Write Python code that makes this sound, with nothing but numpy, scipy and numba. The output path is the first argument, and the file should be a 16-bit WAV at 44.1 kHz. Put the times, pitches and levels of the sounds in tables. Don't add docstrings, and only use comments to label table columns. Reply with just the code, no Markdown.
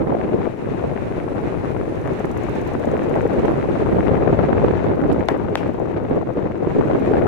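import sys
import numpy as np
from scipy import signal
from scipy.fft import rfft, irfft, next_fast_len
from scipy.io import wavfile
from scipy.ndimage import uniform_filter1d
from numba import njit

SR = 44100
rng = np.random.default_rng(int(sys.argv[2]) if len(sys.argv) > 2 else 0)


def materialize(psi):
    bounded = np.clip(np.atleast_2d(psi).T, -1, 1)
    quanta = np.round(bounded * 32767).astype(np.int16)
    wavfile.write(sys.argv[1], SR, quanta)


N = 320607
TIME = np.arange(N) / SR

# frequency in Hz, gain in dB.
PORT_RESPONSE = [(30, -16), (100, -5.5), (200, -1.5), (350, -0.5), (600, -3.5), (1100, -3), (2100, -0.5),
                 (2800, -4), (4500, -9), (9000, -32.5), (15000, -47)]


def undb(db):
    return 10 ** (np.asarray(db) / 20)


def curves(table):
    s, *columns = np.transpose(table)
    return [np.interp(TIME, s, c) for c in columns]


def unit_rms(x):
    return x / np.sqrt(np.mean(x ** 2, axis=-1, keepdims=True))


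def pan(pan_db):
    gains = undb(np.outer([.5, -.5], pan_db))
    return gains / np.sqrt(np.mean(gains ** 2, axis=0))


def noise():
    return rng.standard_normal((2, N))


def colour(x, points):
    hz, db = np.transpose(points)
    size = next_fast_len(N + 4096)
    bins_hz = np.maximum(np.arange(size // 2 + 1) * SR / size, 1)
    gain = undb(np.interp(np.log(bins_hz), np.log(hz), db))
    return irfft(rfft(x, size) * gain, size)[..., :N]


def drift(rate):
    size = max(int(SR / rate), 2)
    smoothed = uniform_filter1d(noise(), size, mode="wrap")
    return unit_rms(uniform_filter1d(smoothed, size, mode="wrap"))


def bounded(x, limit=2):
    return limit * np.tanh(x / limit)


def ring(x, hz, width_hz):
    return signal.lfilter(*signal.iirpeak(hz, hz / width_hz, fs=SR), x)


def burst(start, rise_s, fall_s):
    age = np.maximum(TIME - start, 0)
    return (1 - np.exp(-age / rise_s)) * np.exp(-np.minimum(age / fall_s, 50))


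@njit
def lowpass(x, hz, damping):
    y, band, low = np.empty(len(x)), 0., 0.
    for i in range(len(x)):
        g = np.tan(np.pi * min(hz[i], .4 * SR) / SR)
        v = (band + g * (x[i] - low)) / (1 + g * (g + damping))
        y[i] = low + g * v
        band, low = 2 * v - band, 2 * y[i] - low
    return y


def lens_motor(first_s=.0332, period_s=.06003, fall_s=.003, scatter_db=1.8, gain_db=12.5):
    # time in seconds, relative level in dB.
    tick_levels = [(0, -75), (1.0, -67), (1.7, -67), (2.08, -57.5), (2.35, -55), (2.7, -58), (3.0, -59),
                   (3.5, -55.5), (3.7, -67), (4.5, -69), (5.4, -63), (6.4, -69.5), (7.27, -59.5)]
    # frequency in Hz, width in Hz, gain in dB.
    lens_modes = [(6150, 250, 5), (6600, 250, 4), (7600, 2600, -1), (10750, 200, -2), (11350, 350, 4),
                  (12500, 5000, -22)]
    tick_db, = curves(tick_levels)
    age = (TIME - first_s) % period_s
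    steps = noise() * np.exp(-age / fall_s)
    ticks = sum(undb(db) * ring(steps, hz, width) for hz, width, db in lens_modes)
    return ticks * undb(tick_db + gain_db + scatter_db * drift(13)) * pan(2)


def conditioner_noise(direct_share=.12, lag_s=.0005):
    source = rng.standard_normal(N)
    direct = np.array([source, np.roll(source, int(lag_s * SR))])
    return np.sqrt(direct_share) * direct + np.sqrt(1 - direct_share) * noise()


def blower(rush_gain_db=17, hiss_gain_db=-3, waver_db=2.5):
    # time in seconds, relative levels in dB of rush, louvre hiss and thin hiss.
    air_levels = [(0, -60, -64, -63), (.35, -53.5, -65, -64), (1.2, -52, -76, -58.5), (2, -50, -65, -58.5),
                  (3.5, -49, -63, -60), (4, -50, -82, -57.5), (4.1, -50.5, -74, -61),
                  (4.7, -49.5, -78, -70.5), (5, -54.5, -63.5, -72), (5.5, -54.5, -66, -88),
                  (5.9, -55.5, -67.5, -87), (6.6, -55, -68, -91), (6.9, -50.5, -63, -69),
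                  (7.27, -52, -64, -61)]
    # frequency in Hz, spectral level in dB.
    rush_spectrum = [(40, -0.5), (120, -0.5), (400, 10), (800, 3), (1200, -4), (1700, -5.5), (2600, -9.5),
                     (3150, -19.5), (3900, -21), (4800, -29.5), (7000, -31), (12000, -49.5)]
    louvre_spectrum = [(2000, -17), (4500, -2.5), (6500, -1), (8000, -4.5), (9500, -7), (11500, -3.5),
                       (12300, -11), (15500, -8)]
    thin_spectrum = [(3000, -7.5), (5000, 3), (8000, 0), (9800, 3), (11500, -2.5), (12500, -11),
                     (15500, -14)]
    rush_db, louvre_db, thin_db = curves(air_levels)
    rush = unit_rms(colour(conditioner_noise(), rush_spectrum))
    rush *= undb(rush_db + rush_gain_db + waver_db * drift(26))
    louvres = unit_rms(colour(conditioner_noise(), louvre_spectrum)) * undb(louvre_db + hiss_gain_db)
    thin = unit_rms(colour(noise(), thin_spectrum)) * undb(thin_db + hiss_gain_db)
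    return rush + louvres + thin * np.array([[1], [0]])


def gusts():
    # centre in seconds, rise in dB, half length in seconds.
    surges = [(0.128, 1, 0.042), (0.403, 3.5, 0.025), (0.671, 2, 0.07), (1.366, 2.5, 0.022),
              (2.094, 3, 0.055), (2.248, 8, 0.0078), (3.387, 6, 0.017), (3.499, 2, 0.076), (3.662, 1, 0.06),
              (3.827, 1.5, 0.037), (4.107, 3, 0.047), (4.928, 3, 0.072), (5.031, 9.5, 0.044),
              (5.126, 9.5, 0.058), (5.202, 6.5, 0.03), (5.342, 1, 0.083), (5.624, 3, 0.018),
              (5.67, 3, 0.035), (5.96, 5, 0.023), (6.113, 5, 0.016), (6.158, 4, 0.042), (6.376, 6.5, 0.019),
              (6.445, 4.5, 0.041), (6.536, 0.5, 0.03), (6.673, 9, 0.0084), (6.809, 2, 0.015),
              (6.951, 4, 0.019), (7.157, 2, 0.051)]
    swing_db = 0
    for s, rise_db, half_s in surges:
        u = (TIME - s) / half_s
        swing_db += rise_db * (1 - u ** 2) * np.exp(-u ** 2 / 2)
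    return swing_db


def wake(flutter_db=2.5, gust_share=.95):
    # time in seconds, base level in dB.
    rumble_levels = [(0, -38), (.4, -34), (.56, -37), (.8, -27.5), (1.1, -31.5), (1.9, -29.5), (2.5, -31),
                     (3.7, -29.5), (4.1, -23.5), (4.7, -25.5), (5.2, -31), (5.9, -33), (6.6, -31.5),
                     (7.27, -30.5)]
    # frequency in Hz, spectral level in dB.
    rumble_spectrum = [(15, -15.5), (30, -18), (55, 0.5), (85, 4.5), (125, 5), (190, -1.5), (300, -34.5),
                       (700, -46), (3000, -110)]
    rumble_db, = curves(rumble_levels)
    rumble = unit_rms(colour(noise(), rumble_spectrum))
    return rumble * undb(rumble_db + gust_share * gusts() + flutter_db * drift(14)) * pan(1)


def snap(start, tilt_db, contact_hz=4500, hardness=.14):
    # frequency in Hz, width in Hz, gain in dB.
    modes = [(597, 380, 7.5), (1116, 1360, .5), (1860, 610, -.5), (2780, 460, -12), (3350, 650, -10),
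             (8500, 3500, -19), (12000, 5000, -22)]
    impulse = np.zeros(N)
    impulse[int(start * SR)] = 1
    push = signal.lfilter(*signal.butter(2, contact_hz, fs=SR), impulse + 1e-18) + hardness * impulse
    click = sum((-1) ** k * undb(db + tilt_db * np.log2(hz / modes[0][0])) * ring(push, hz, width)
                for k, (hz, width, db) in enumerate(modes))
    return click / np.abs(click).max()


def faint_crackles():
    # start in seconds, peak in dB before panning.
    ticks = [(5.595, -24), (5.626, -26), (5.635, -19), (5.658, -24), (5.669, -24), (5.678, -23)]
    return sum(undb(db) * snap(s, tilt_db=1, contact_hz=2200, hardness=0) for s, db in ticks) * pan(6)


def plastic_clicks(scuff_s=5.123, scuff_db=-37, room_delay_s=.011, late_db=-13):
    # start in seconds, left peak in dB,
    # right share (minus flips polarity), right lag in seconds, brightness in dB per octave,
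    # room tail in dB, panel ring in dB.
    snaps = [(5.28565, -3.5, .22, .0002, 2.9, -55, -50), (5.28705, 0, -.45, .0004, -.3, -40, -19),
             (5.5549, .5, .6, .0001, 2.6, -32, -40)]
    # frequency in Hz, level in dB.
    room_spectrum = [(400, -17), (1500, -7), (2300, 8.5), (2900, 5.5), (3600, -5), (4600, -8.5),
                     (7000, -15.5), (10000, -19), (15000, -30)]
    panel_spectrum = [(300, -31), (600, -1), (900, 1), (1400, -15), (1900, -9), (2600, -33), (6000, -51)]
    room = unit_rms(colour(noise(), room_spectrum))
    panel = unit_rms(colour(noise(), panel_spectrum)) * pan(9)
    scuff = unit_rms(ring(noise(), hz=4800, width_hz=5000))
    out = scuff * undb(scuff_db) * burst(scuff_s, rise_s=.003, fall_s=.005) * pan(10)
    for s, db, right_share, lag_s, tilt_db, tail_db, panel_db in snaps:
        out += undb(db) * np.array([snap(s, tilt_db), right_share * snap(s + lag_s, tilt_db - 1)])
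        early = burst(s + room_delay_s, rise_s=.007, fall_s=.015)
        late = burst(s + room_delay_s, rise_s=.007, fall_s=.09)
        out += undb(tail_db) * room * (early + undb(late_db) * late)
        out += undb(panel_db) * panel * burst(s, rise_s=.0025, fall_s=.028)
    return out


def crackles(gain_db=-3.5, centre_hz=1350, spread_octaves=.36, edge_s=.00015):
    # centre in seconds, relative level in dB.
    breaks = [(0.12, -18), (0.151, -15), (.214, -13), (.336, -17), (.431, -13), (.456, -13), (0.659, -18),
              (.806, -20), (0.964, -18), (0.976, -12), (1.124, -17), (1.201, -15), (2.051, -19),
              (2.076, -9), (2.838, -17), (2.968, -9), (2.994, -13), (3.021, -14), (3.142, -11),
              (3.166, -12), (3.209, -6.5), (3.266, -10), (3.613, -12), (3.628, -10), (3.833, -14),
              (4.007, -7.5), (4.068, -11.5), (4.154, -11), (4.294, -16), (4.451, -13), (4.582, -9.5),
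              (4.772, -13), (4.794, -15), (5.006, -23), (5.208, -9.5), (5.301, -9), (6.115, -22),
              (6.148, -24.5), (6.520, -18), (7.061, -13), (7.155, -16), (7.168, -19), (7.221, -10.5)]
    spikes = np.zeros(N)
    for (s, db), (pitch, phase) in zip(breaks, rng.uniform(-1, 1, (len(breaks), 2))):
        near = np.abs(TIME - s) < .01
        t = TIME[near] - s
        hz = centre_hz * 2 ** (spread_octaves * pitch)
        spikes[near] += undb(db + gain_db) * np.cos(2 * np.pi * (hz * t + phase)) / np.cosh(t / edge_s)
    return colour(spikes, PORT_RESPONSE) * pan(12)


def thumps(gain_db=-1, wander_turns=.17):
    # centre in seconds, relative level in dB, pitch in Hz,
    # length in seconds, pan in dB.
    big_eddies = [(0.125, -10.5, 700, .005, 1), (0.15, -10, 547, 0.0056, 0), (0.345, -6, 354, 0.0067, 3),
                  (0.476, -10.5, 413, 0.005, 8), (0.843, -8.5, 450, 0.0044, 4), (.926, -17, 487, 0.0061, 6),
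                  (1.349, -20, 410, 0.017, 10), (1.755, -23, 400, 0.0065, 1),
                  (2.119, -13.5, 390, 0.011, 10), (2.848, -11, 435, 0.0044, 11),
                  (2.938, -8, 480, 0.0041, 3), (3.162, -8.5, 564, 0.003, 8), (3.256, -5.5, 440, 0.0046, 1),
                  (3.368, -12, 400, 0.0084, 0), (3.454, -15, 400, 0.005, 5), (3.729, -15, 380, 0.0064, 9),
                  (3.965, -15, 430, 0.0082, -3), (3.986, -6, 626, 0.0015, 2), (4.308, -10, 332, 0.0043, 10),
                  (4.39, -17, 455, 0.0042, 6), (4.641, -7, 504, .005, 5), (5.095, -7.5, 405, 0.008, 6),
                  (5.32, -8.5, 397, 0.0069, 3), (5.531, -16, 410, 0.012, -4), (5.824, -12, 410, 0.01, 8),
                  (6.174, -11.5, 385, 0.018, 6), (6.37, -14, 395, 0.0092, -1), (6.627, -10, 436, 0.0059, 7),
                  (6.767, -7.5, 420, 0.006, 2), (6.792, -4, 366, 0.01, 2), (6.901, -9, 570, 0.0042, 5),
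                  (7.115, -7, 406, .008, 2), (7.156, -17, 371, 0.021, -5)]
    wander = wander_turns * drift(450)
    out = np.zeros((2, N))
    for (s, db, hz, length_s, pan_db), phases in zip(big_eddies, rng.random((len(big_eddies), 2, 1))):
        near = np.abs(TIME - s) < .06
        t = TIME[near] - s
        swings = np.cos(2 * np.pi * (hz * t + phases + wander[:, near])) / np.cosh(2 * t / length_s)
        out[:, near] += undb(db + gain_db) * pan(pan_db) * swings
    return out


def stream_force(shared_db=.65, own_db=1.0, lee_swing=1.54):
    # time in seconds, relative level in dB, pan in dB.
    swell = [(0.0, -17.5, -3), (0.14, -19, -1.5), (0.485, -20, 8), (0.51, -29, 7), (0.75, -22, 4),
             (1.15, -23.5, 5), (1.4, -22.5, 4.5), (2.7, -23.5, 5.5), (2.95, -18, 0.5), (3.35, -18, 4.5),
             (3.75, -18, 1), (4.25, -14.5, 5.5), (4.65, -15.5, 0), (5.15, -19.5, 4), (5.65, -21.5, 4.5),
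             (6.55, -22.0, 3), (6.85, -17.5, 4), (7.27, -14.5, 1.5)]
    swell_db, pan_db = curves(swell)
    swing_db = gusts() + shared_db * drift(25)[0] + own_db * drift(25)
    swing_db *= np.array([[1 / lee_swing], [lee_swing]])
    return undb(swell_db + swing_db) * pan(pan_db)


def puffs():
    # centre in seconds, rise in pace in dB, half length in seconds.
    fast_air = [(0.136, 1.5, 0.024), (0.214, 1, 0.017), (1.37, 1.5, 0.027), (2.082, 3, 0.015),
                (2.963, 1, 0.076), (3.17, 1, 0.022), (4.45, 0.5, 0.21)]
    return undb(sum(db * np.exp(-((TIME - s) / half_s) ** 2 / 2) for s, db, half_s in fast_air))


def buffet(body_hz=425, upper_hz=1090, edge_hz=880, damping=.81, left_pace=1.117,
           flutter_db=1.85, eddy_db=4.0, spike_db=6.0, cluster_db=3.5, edge_db=-17, gain_db=-1.11):
    force = stream_force()
    eddies = undb(flutter_db * drift(71) + eddy_db * bounded(drift(350)))
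    pace = eddies ** .17 * (force / force.mean()) ** .0061 * puffs()
    pace *= np.array([[left_pace], [1 / left_pace]])
    body = np.array([lowpass(lowpass(push, body_hz * p, damping), upper_hz * p, np.sqrt(2))
                     for push, p in zip(noise(), pace)])
    edges = np.array([lowpass(push, edge_hz * p, np.sqrt(2)) for push, p in zip(noise(), pace)])
    spikes = undb(spike_db * bounded(drift(1200), limit=5) + cluster_db * bounded(drift(300)))
    edges *= pace * eddies ** .67 * spikes
    pressure = unit_rms(colour(body * eddies, PORT_RESPONSE))
    pressure += undb(edge_db) * unit_rms(colour(edges, PORT_RESPONSE))
    energy = uniform_filter1d(pressure ** 2, int(.085 * SR))
    return pressure / np.sqrt(energy) * force * undb(gain_db)


def scene():
    return (buffet() + wake() + plastic_clicks() + faint_crackles()
            + blower() + lens_motor() + thumps() + crackles())


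def record(dry):
    clipped = dry / (1 + dry ** 8) ** (1 / 8)
    return signal.sosfilt(signal.ellip(8, .2, 70, 15600, fs=SR, output="sos"), clipped)


dry = scene()
out = record(dry)
materialize(out)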